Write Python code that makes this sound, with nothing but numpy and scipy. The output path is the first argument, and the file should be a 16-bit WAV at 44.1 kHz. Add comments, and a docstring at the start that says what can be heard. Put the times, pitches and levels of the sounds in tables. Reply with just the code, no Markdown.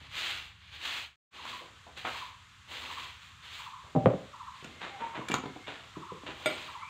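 """A short grass broom sweeps concrete in a small brick room: stalks slipping on grit, heard as dense random clicks.
Struck modes and filtered contacts give a wooden stool set down with a sharp double knock, bumps by the wall,
clicks and a clinking metal piece; bare feet shuffle in noise bursts and a sagging tone squeaks.
Gliding sines make a bird outside repeat three falling notes and fainter far calls, over coloured-noise air.
Early on the sound fades away, stays almost silent briefly and returns softer."""
import sys
import numpy as np
from scipy import signal
from scipy.fft import rfft, irfft
from scipy.io import wavfile
from scipy.ndimage import uniform_filter1d, map_coordinates

SR = 44100
rng = np.random.default_rng(int(sys.argv[2]) if len(sys.argv) > 2 else 0)


def wav_out(sig):
    """Save sig, one row per channel (or a flat mono array), as 16-bit PCM at SR to the path in sys.argv[1]."""
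    wavfile.write(sys.argv[1], SR, np.round(np.clip(np.atleast_2d(sig).T, -1, 1) * 32767).astype(np.int16))


N = 303844
T = np.arange(N) / SR  # time [s]


def stalks(rate, spread_db):
    """Stick-slip friction: stalk tips slip on the grit in many tiny clicks and a few larger, rate per second."""
    slips = rng.random(N) < rate / SR
    sizes = undb(spread_db * np.minimum(rng.exponential(size=N), 5))
    return unit(slips * sizes * rng.standard_normal(N))


PRESS_POWER = 1.66  # the stalks bend softly at first, then bear down
SAG_DB_PER_S = 10  # the arm slows along the stroke
LIFT_DB, LIFT_POWER = 21.5, 1.44  # fall over the lift time [dB], faster as the last stalks leave


def pressure(s, press, hold, lift):
    """Contact force: the bundle is pressed down, drawn along while it slows, then lifted off."""
    drawn = np.maximum(T - s - press, 0)
    lifted = np.clip((drawn - hold) / lift, 0, 4)
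    fall_db = SAG_DB_PER_S * np.minimum(drawn, hold) + LIFT_DB * lifted ** LIFT_POWER
    return np.clip((T - s) / press, 0, 1) ** PRESS_POWER * undb(-fall_db)


TIPS_DRIFT_DB, RASP_DRIFT_DB = 0.5, -10  # change of treble and of low rasp from touch to lift
# broom strokes and light grazes: (time [s], press [s], hold [s], lift [s], relative level [dB],
# mean treble against level [dB], mean low rasp against level [dB])
STROKES = [(0.0, 0.005, 0.098, 0.11, -57, -31, -5), (0.079, 0.11, 0.094, 0.22, -36.5, -17.5, -14.5),
           (0.498, 0.14, 0.099, .1, -58, -30, -25), (0.678, 0.054, .04, 0.13, -50.5, -21, -15),
           (0.763, 0.09, 0.11, 0.17, -38.5, -17, -11), (1.306, 0.055, .08, 0.15, -47.5, -27, -3),
           (1.389, 0.099, 0.046, 0.17, -42.5, -16.5, -3.5), (1.954, 0.021, .01, .12, -43, -19, -12),
           (2.017, 0.051, .11, 0.18, -40.5, -16.5, -12), (2.657, 0.065, .32, 0.18, -41, -16.5, -5.5),
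           (3.144, 0.086, 0.012, 0.12, -52.5, -15, -30), (3.407, .035, 0.058, 0.15, -47, -21, -16.5),
           (3.465, 0.089, .03, 0.19, -44, -14.5, -30), (4.485, 0.081, 0.078, 0.24, -53.5, -27, -12),
           (5.293, 0.063, .12, 0.33, -65, -31, -8), (6.223, 0.28, 0.14, 0.21, -43.5, -17.5, 1.5)]
# colour of stalks on concrete: (frequency [Hz], level [dB])
STRAW = [(100, -18), (200, -21), (600, -16), (1000, -6.5), (1500, -5), (2300, -1), (3300, 0.5),
         (4150, -4.5), (4900, -13.5), (5600, -23.5), (6300, -16.5), (7400, -25.5), (10000, -32),
         (15500, -41.5)]


def broom(tip_rate=9000, flutter_db=0.7, body_db=2.0, tips_db=1.5, rasp_db=-6.0, grain_db=0.0):
    """Friction noise: the bundle rubs over concrete; fine tips add hiss and bent stalks a low rasp."""
    body = unit(colour(stalks(9000, grain_db), STRAW))
    hiss_colour = [(3000, -18.5), (5600, -2.5), (7400, 7.0), (10000, -12.5), (15500, -4.5)]
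    hiss = unit(colour(stalks(tip_rate, 1.6), hiss_colour))
    rasp_colour = [(100, -17.0), (220, 8.0), (700, 7), (1100, 13), (2200, -36.5)]
    low_rasp = unit(colour(stalks(2500, 0.82), rasp_colour))
    power = np.zeros((3, N))  # overlapping strokes add in power
    for s, press, hold, lift, db, tips, rasp in STROKES:
        along = np.clip((T - s) / (press + hold + lift), 0, 1) - .5
        force = undb(db) * pressure(s, press, hold, lift)
        power[0] += force ** 2
        power[1] += (force * undb(tips + TIPS_DRIFT_DB * along)) ** 2
        power[2] += (force * undb(rasp + RASP_DRIFT_DB * along)) ** 2
    flutter = undb(flutter_db * walk(45))
    rub, fan, bend = np.sqrt(power) * flutter
    return undb(body_db) * rub * body + undb(tips_db) * fan * hiss + undb(rasp_db) * bend * low_rasp


# short scuffs of the bundle and of bare feet:
# (time [s], relative level [dB], rise constant [s], t60 [s], low-pass [Hz])
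SCUFFS = [(1.611, -48, .005, 0.4, 598), (1.872, -52, 0.0086, .4, 800), (1.976, -46, .006, .26, 14000),
          (2.051, -30.5, 0.0016, 0.3, 2170), (3.84, -56.5, .006, 0.72, 652), (4.645, -50.5, 0.01, 1, 440),
          (4.815, -36, 0.0064, 0.61, 3600), (5.012, -39, .011, 0.52, 2090),
          (5.154, -35, 0.0039, 0.28, 2580), (5.345, -46, .003, .19, 9000), (5.671, -36.5, .003, 0.64, 3750),
          (6.267, -35, 0.0035, 0.35, 3860)]


def scuffs():
    """Transient friction: a jab or a shuffling foot gives a burst of slips that dies away exponentially."""
    out = np.zeros(N)
    grit_colour = [(80, -14), (200, -4.5), (800, 2.5), (1500, 0.5), (3700, 1.0),
                   (5400, -17.5), (7200, -10.5), (10000, -23), (15500, -39)]
    grit = colour(stalks(6000, 2.44), grit_colour)
    for s, db, rise, t60, hz in SCUFFS:
        out += undb(db) * burst(s, rise, t60) * unit(cut(grit, hz))
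    return out


# stalks cracking while the bundle is worked along the wall
CRACKLE_FROM_S, CRACKLE_TO_S, CRACKLE_PER_S, CRACKLE_DB = 4.55, 5.8, 52, -65.5


def crackle():
    """Random impulses: single dry stalks and bits of debris snap at chance times."""
    active = 1. * ((T > CRACKLE_FROM_S) & (T < CRACKLE_TO_S))
    working = uniform_filter1d(active, size=4000)
    snaps = unit(colour(stalks(CRACKLE_PER_S, 1.5), STRAW))
    return undb(CRACKLE_DB) * working * snaps


# stool blows: (time [s], relative level [dB], contact low-pass [Hz], share of a flat landing [0-1])
STOOL_BLOWS = [(3.951, -21, 700, 0.16), (3.9621, -15, 556, 0), (4.039, -29.5, 250, 0.5),
               (4.059, -10, 1530, 0.95), (4.105, -27.5, 700, 1), (4.136, -26, 700, 1)]
# stool modes: (frequency [Hz], t60 before damping factor [s], struck on a corner [dB], landing flat [dB])
STOOL_MODES = [(119.8, 0.26, 0, 2), (146.6, 0.14, 5, -8.5), (187.4, 0.13, -6.5, 4), (253, 0.083, 3.5, 1),
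               (298.5, 0.21, -15, -7), (375, 0.15, -35, -2.5), (434, 0.2, -13, -10), (493, 0.038, -26, -1),
               (536.6, 0.18, -29, 5.5), (584.6, 0.23, 0, -4.5), (628, 0.39, -9.5, -22), (650, .28, -23, -8),
               (726, 0.2, -24, -15), (778, 0.37, 4, -19), (873, 0.036, -22, -9.5), (990, 0.021, -32, -7),
               (1100, 0.037, -31, -23), (1480, 0.17, -31, -22), (1880, 0.14, -41, -22),
               (2630, .06, -49, -34), (3340, 0.033, -45, -34)]
# colour of wood on concrete: (frequency [Hz], level [dB])
CRACK = [(60, -26), (135, 2), (300, -2), (540, 4), (820, -8), (1020, -2), (1700, -14), (3300, -14),
         (5000, -30), (12000, -34)]


def stool(crack_db=-1, crack_t60=0.1, damping=0.81):
    """Modal excitation: a leg touches, the stool rocks, the boards land flat; each blow has its own brightness."""
    out = np.zeros(N)
    for s, db, hz, flat in STOOL_BLOWS:
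        modes = [(f, corner + flat * (full - corner), t60 * damping)
                 for f, t60, corner, full in STOOL_MODES]
        boards = attack(ring(modes), 0)
        crack = attack(blow(crack_t60, CRACK, scatter_db=-5), crack_db)
        knock = cut(boards + crack, hz)
        add(out, s, attack(knock, db))
    return cut(out, 72, "high", order=4)


# dull bumps of feet and things by the wall:
# (time [s], relative level [dB], ring [Hz], thud low-pass [Hz])
BUMPS = [(0.015, -60.5, 302, 500), (1.868, -45.5, 702, 760), (2.05, -47, 630, 2200), (4.626, -46, 370, 450),
         (4.647, -41.5, 352, 587), (5.015, -42, 280, 700), (5.177, -36.5, 297, 900), (5.193, -34, 326, 700),
         (5.3, -28, 348, 1800), (5.317, -30.5, 451, 1500), (5.339, -25, 264, 2030), (5.354, -40, 193, 800),
         (5.438, -34, 268, 2200), (5.457, -31.5, 275, 2110), (5.562, -39.5, 298, 1300),
         (5.682, -40, 287, 1000), (5.969, -34, 197, 564), (6.12, -36, 190, 500), (6.235, -42.5, 297, 717),
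         (6.287, -38, 390, 1000)]
# colour of the thud: (frequency [Hz], level [dB])
BUMP_BODY = [(45, -4.5), (85, -9), (130, 0), (400, 0), (650, -6), (1000, -2), (2000, -17.5), (4000, -10),
             (8000, -35)]


def bumps(thud_t60=0.038, ring_db=-7):
    """Heavily damped impact: a dull thud with one short hollow resonance."""
    out = np.zeros(N)
    for s, db, ring_hz, top_hz in BUMPS:
        thud = cut(blow(thud_t60, BUMP_BODY, scatter_db=8.5), top_hz)
        note = ring([(ring_hz, 0, .1)])
        add(out, s, attack(attack(thud, 0) + attack(note, ring_db), db))
    return cut(out, 120, "high")


# hard clicks and taps of things handled near the wall:
# (time [s], relative tick level [dB], ring [Hz], relative ring level [dB], ring t60 [s])
CLICKS = [(1.453, -49, 1040, -40.5, .03), (2.048, -59, 743, -36.5, 0.1), (2.051, -59, 1263, -35.5, 0.042),
          (4.645, -42.5, 6870, -59, 0.057), (5.285, -37.5, 2330, -38.5, 0.1),
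          (5.287, -38, 10100, -52.5, 0.064), (5.312, -42, 2780, -34.5, 0.06), (5.317, -32, 2333, -33, 0.09),
          (5.341, -25.5, 6800, -34.5, 0.015)]
# colour of the tick: (frequency [Hz], level [dB])
TICK = [(60, -27), (150, 3), (500, -5), (1500, 5), (3500, -2), (5500, -14.5), (6900, -3), (10000, -28.5),
        (15500, -24)]


def clicks(tick_t60=0.016):
    """Hard impact: each small contact excites one choked resonance."""
    out = np.zeros(N)
    for s, db, ring_hz, ring_db, t60 in CLICKS:
        tick = attack(blow(tick_t60, TICK, scatter_db=13), db)
        note = attack(ring([(ring_hz, 0, t60)]), ring_db)
        add(out, s, tick + note)
    return cut(out, 77, "high")


# the metal piece falls and bounces once: (time [s], relative level [dB])
METAL_BLOWS = [(6.459, -21), (6.5, -35)]
# modes of the metal piece: (frequency [Hz], level [dB], t60 [s])
METAL_MODES = [(310, -11, 0.053), (616, -4.5, 0.25), (1400, -10, 0.12), (2010, -7.5, 0.05),
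               (2294, -3, 0.14), (2760, -16, 0.095), (3360, -16, 0.074), (3640, -7, 0.031),
               (4880, -25, 0.17), (6730, -18.5, 0.047), (8200, -16.5, 0.19), (10600, -39, .1),
               (11500, -24, 0.057), (13000, -37, 0.092)]
# colour of metal on concrete: (frequency [Hz], level [dB])
CLASH = [(70, -12), (200, 4.5), (600, 3.5), (1100, -3), (3600, -5), (5400, -27), (7000, -25), (9500, -44),
         (15500, -32)]


def metal(clash_t60=0.11, clash_db=-5):
    """Modal impact: a metal piece strikes the concrete, chatters and rings briefly."""
    out = np.zeros(N)
    for s, db in METAL_BLOWS:
        clash = attack(blow(clash_t60, CLASH, scatter_db=10.5), db + clash_db)
        add(out, s, attack(ring(METAL_MODES), db) + clash)
    return out


# a short hollow squeak
SQUEAK_S, SQUEAK_RISE_S, SQUEAK_T60_S, SQUEAK_DB = 5.027, 0.0079, 0.26, -25.5
SQUEAK_HZ, SQUEAK_SAG_HZ_PER_S = 924, 116


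def squeak(rough=0.19):
    """Stick-slip oscillation: a short sagging note whose strength shakes quickly."""
    hz = SQUEAK_HZ - SQUEAK_SAG_HZ_PER_S * np.clip(T - SQUEAK_S, 0, SQUEAK_T60_S)
    note = tone(hz, waver=0.0083, flutter_db=1.5)
    shake = 1 + rough * walk(160)
    envelope = undb(SQUEAK_DB) * burst(SQUEAK_S, SQUEAK_RISE_S, SQUEAK_T60_S)
    return envelope * note * shake


# bird phrases: (time [s], relative level [dB])
PHRASES = [(1.387, -40), (2.076, -38), (2.829, -38.5), (3.592, -38.5), (4.333, -37.5), (5.068, -40),
           (5.954, -38.5), (6.680, -36.5)]
# notes of a phrase: (delay [s], length [s], nominal start [Hz], nominal end [Hz], level in phrase [dB])
NOTES = [(-.006, 0.034, 1537, 859, -2), (0.063, 0.0336, 1406, 857, 1), (0.136, 0.0285, 1370, 950, 2.5)]


def birds(echo_s=0.021, echo_db=-7):
    """Frequency glide and echo: three quick falling whistles a phrase and far calls, thrown back by a wall."""
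    out = far_calls()
    for s, db in PHRASES:
        for delay, length, start_hz, end_hz, note_db in NOTES:
            u = np.linspace(0, 1, int(length * SR))
            glide_hz = end_hz + (start_hz - end_hz) * (1 - u) ** 1.786
            hz = glide_hz * (1 + 0.016 * rng.standard_normal())  # each note slightly off pitch
            whistle = np.sin(np.pi * u) * np.sin(2 * np.pi * np.cumsum(hz) / SR)
            add(out, s + delay, undb(db + note_db) * whistle)
    return out + undb(echo_db) * np.interp(T - echo_s, T, out)


CALL_EDGE_S = 0.012  # fade at either end
# far calls of fowl and other birds: (time [s], length [s], start [Hz], end [Hz],
# arch [Hz], relative start level [dB], relative end level [dB])
FAR_CALLS = [(4.714, 1, 2103, 2130, 60.5, -58, -56.5), (4.896, .1, 798, 797, -8, -46.5, -42),
             (6.777, .13, 1934, 2670, -3, -48, -46)]


def far_calls():
    """Frequency modulation: thin wavering calls whose pitch glides over a shallow arch."""
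    out = np.zeros(N)
    for s, length, start_hz, end_hz, arch_hz, start_db, end_db in FAR_CALLS:
        u = np.clip((T - s) / length, 0, 1)
        hz = start_hz + (end_hz - start_hz) * u + arch_hz * np.sin(np.pi * u)
        edges = np.minimum(np.minimum(u, 1 - u) * length / CALL_EDGE_S, 1)
        level = undb(start_db + (end_db - start_db) * u)
        out += edges * level * tone(hz, waver=0.01785, flutter_db=4.0)
    return out


AIR_DB = -52.5
# background colour: (frequency [Hz], level [dB])
AIR = [(25, -15), (45, -15), (72, 0), (110, -4.5), (200, -15), (330, -28), (650, -33.5), (1100, -11),
       (1500, -14), (2200, -15.5), (3600, -15), (5300, -28), (7200, -24.5), (10000, -40.5), (15500, -46.5)]
# background swell: (time [s], low rumble [dB], outdoor hiss [dB])
SWELL = [(0, 6.5, -4.5), (.9, -0.5, -13), (1.4, -5.5, 2), (2.2, 3.5, 0), (3.4, 2, 2), (4.6, 2, 3.5),
         (6.89, 1.5, 4)]


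def air(flutter_db=1.5):
    """Broadband noise: slowly swelling outdoor hiss over an uneven low rumble."""
    low, high = (colour(rng.standard_normal(N), AIR) for _ in range(2))
    rumble_db, hiss_db = curve(SWELL)
    rumble = cut(low, 130) * undb(rumble_db + flutter_db * walk(7.9))
    hiss = cut(high, 130, "high") * undb(hiss_db)
    return undb(AIR_DB) * unit(rumble + hiss)


# first reflections from floor and walls: (time [s], level against direct sound [dB])
REFLECTIONS = [(.0062, -18.5), (0.0119, -15), (0.024, -22), (.044, -17.5)]


def room(x, tail_db, t60_low=0.64, t60_high=0.13, build_s=0.0046):
    """Reverberation: direct sound, a few wall reflections and a diffuse tail whose treble dies first."""
    noise = rng.standard_normal(SR)
    low_tail = cut(noise, 2700, order=1) * fade(t60_low)
    high_tail = cut(noise, 1900, "high", order=1) * fade(t60_high)
    tail = (low_tail + high_tail) * (1 - np.exp(-T[:SR] / build_s))
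    response = undb(tail_db) * tail / np.sqrt(np.sum(tail ** 2))
    response[0] += 1
    for s, db in REFLECTIONS:
        response[int(s * SR)] += undb(db)
    return signal.fftconvolve(x, response / np.sqrt(np.sum(response ** 2)))[:N]


def blow(t60, points, scatter_db):
    """Impact: one sharp push and a short scatter of smaller ones, with a (Hz, dB) colour."""
    scatter = rng.standard_normal(SR) * fade(t60)
    push = undb(scatter_db) * scatter / np.sqrt(np.sum(scatter ** 2))
    push[0] += 1
    return colour(push, points)


def ring(modes):
    """Modal superposition: decaying sines (Hz, dB, t60 s) that alternate in sign."""
    return sum((-1) ** k * undb(db) * fade(t60) * np.sin(2 * np.pi * hz * T[:SR])
               for k, (hz, db, t60) in enumerate(modes))


def tone(hz, waver, flutter_db):
    """Phase integration: a wavering whistle along a pitch curve."""
    phase = np.cumsum(hz * (1 + waver * walk(70))) / SR
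    return undb(flutter_db * walk(30)) * np.sin(2 * np.pi * phase)


def burst(s, rise, t60):
    """Exponential growth and decay: a quick swell to a peak at time s, then a fall of 60 dB in t60."""
    return np.exp(np.minimum((T - s) / rise, -np.log(1000) * (T - s) / t60))


def fade(t60):
    """Exponential damping: one second of decay, 60 dB in t60."""
    return np.exp(-np.log(1000) * T[:SR] / max(t60, 1e-3))


def walk(rate):
    """Random modulation: smooth chance that changes about rate times a second."""
    knots = rng.standard_normal(2048)
    return map_coordinates(knots, [T * rate], order=2, mode="mirror")


def curve(rows):
    """Linear interpolation: each column of a table joined by straight lines in time."""
    s, *columns = np.transpose(rows)
    return [np.interp(T, s, c) for c in columns]


def colour(x, points):
    """Minimum-phase filtering: a causal (Hz, dB) response built from the folded cepstrum."""
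    size = 8192
    hz, db = np.transpose(points)
    f = np.fft.rfftfreq(size, 1 / SR)
    cepstrum = irfft(np.log(undb(np.interp(np.log(f + 1), np.log(hz), db))))
    cepstrum[1:size // 2] *= 2
    cepstrum[size // 2 + 1:] = 0
    response = irfft(np.exp(rfft(cepstrum)))[:size // 2]
    return signal.fftconvolve(x, response)[:len(x)]


def cut(x, hz, kind="low", order=2):
    """Butterworth filtering: low-pass or high-pass."""
    return signal.sosfilt(signal.butter(order, min(hz, SR / 2 - 1000), kind, fs=SR, output="sos"), x)


def undb(db):
    """Logarithmic level: decibels to amplitude gain."""
    return 10 ** (np.asarray(db) / 20)


def unit(x):
    """Mean-square level: scale to rms 1."""
    return x / np.sqrt(np.mean(x ** 2) + 1e-18)


def attack(x, db):
    """Onset level: set the rms of the first 10 ms of a blow."""
    return x * undb(db) / np.sqrt(np.mean(x[:SR // 100] ** 2))


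def add(out, s, x):
    """Superposition: mix a sound in at its time."""
    i = int(s * SR)
    out[i:i + len(x)] += x[:N - i]


def scene():
    """Superposition: work on the floor is near; the birds come through the doorway with more echo."""
    sweeping = room(broom() + scuffs() + crackle(), tail_db=-13.5)
    handling = room(bumps() + clicks() + metal() + squeak(), tail_db=-6.0, t60_low=0.36)
    knocks = room(stool(), tail_db=-12, t60_low=.42, t60_high=.28)
    outside = room(birds(), tail_db=-5, t60_low=.6)
    mix = sweeping + undb(0.5) * handling + undb(-1.0) * knocks + undb(0.5) * outside + air()
    return mix[None]


# the break: the sound fades away, stays almost silent and returns
FADE_S, SILENT_S, RETURN_S = 1.045, 1.158, 1.308
FADE_DB_PER_S, RETURN_RISE_S, SILENT_DB = 125, 0.038, -74.5
AFTER_DB = -3  # everything is softer after the break
TOP_HZ = 15600


def record(dry):
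    """Gain and band limiting: the sound fades out, returns softer; the deep bass and the top are cut."""
    before = undb(-FADE_DB_PER_S * np.maximum(T - FADE_S, 0)) * (T < SILENT_S)
    after = undb(AFTER_DB) * np.clip((T - RETURN_S) / RETURN_RISE_S, 0, 1)
    gain = before + after + undb(SILENT_DB)
    top_cut = signal.ellip(10, .2, 70, TOP_HZ, fs=SR, output="sos")  # 0.2 dB ripple, 70 dB stop band
    return signal.sosfilt(top_cut, cut(dry * gain, 35, "high"))


dry = scene()
out = record(dry)
wav_out(out)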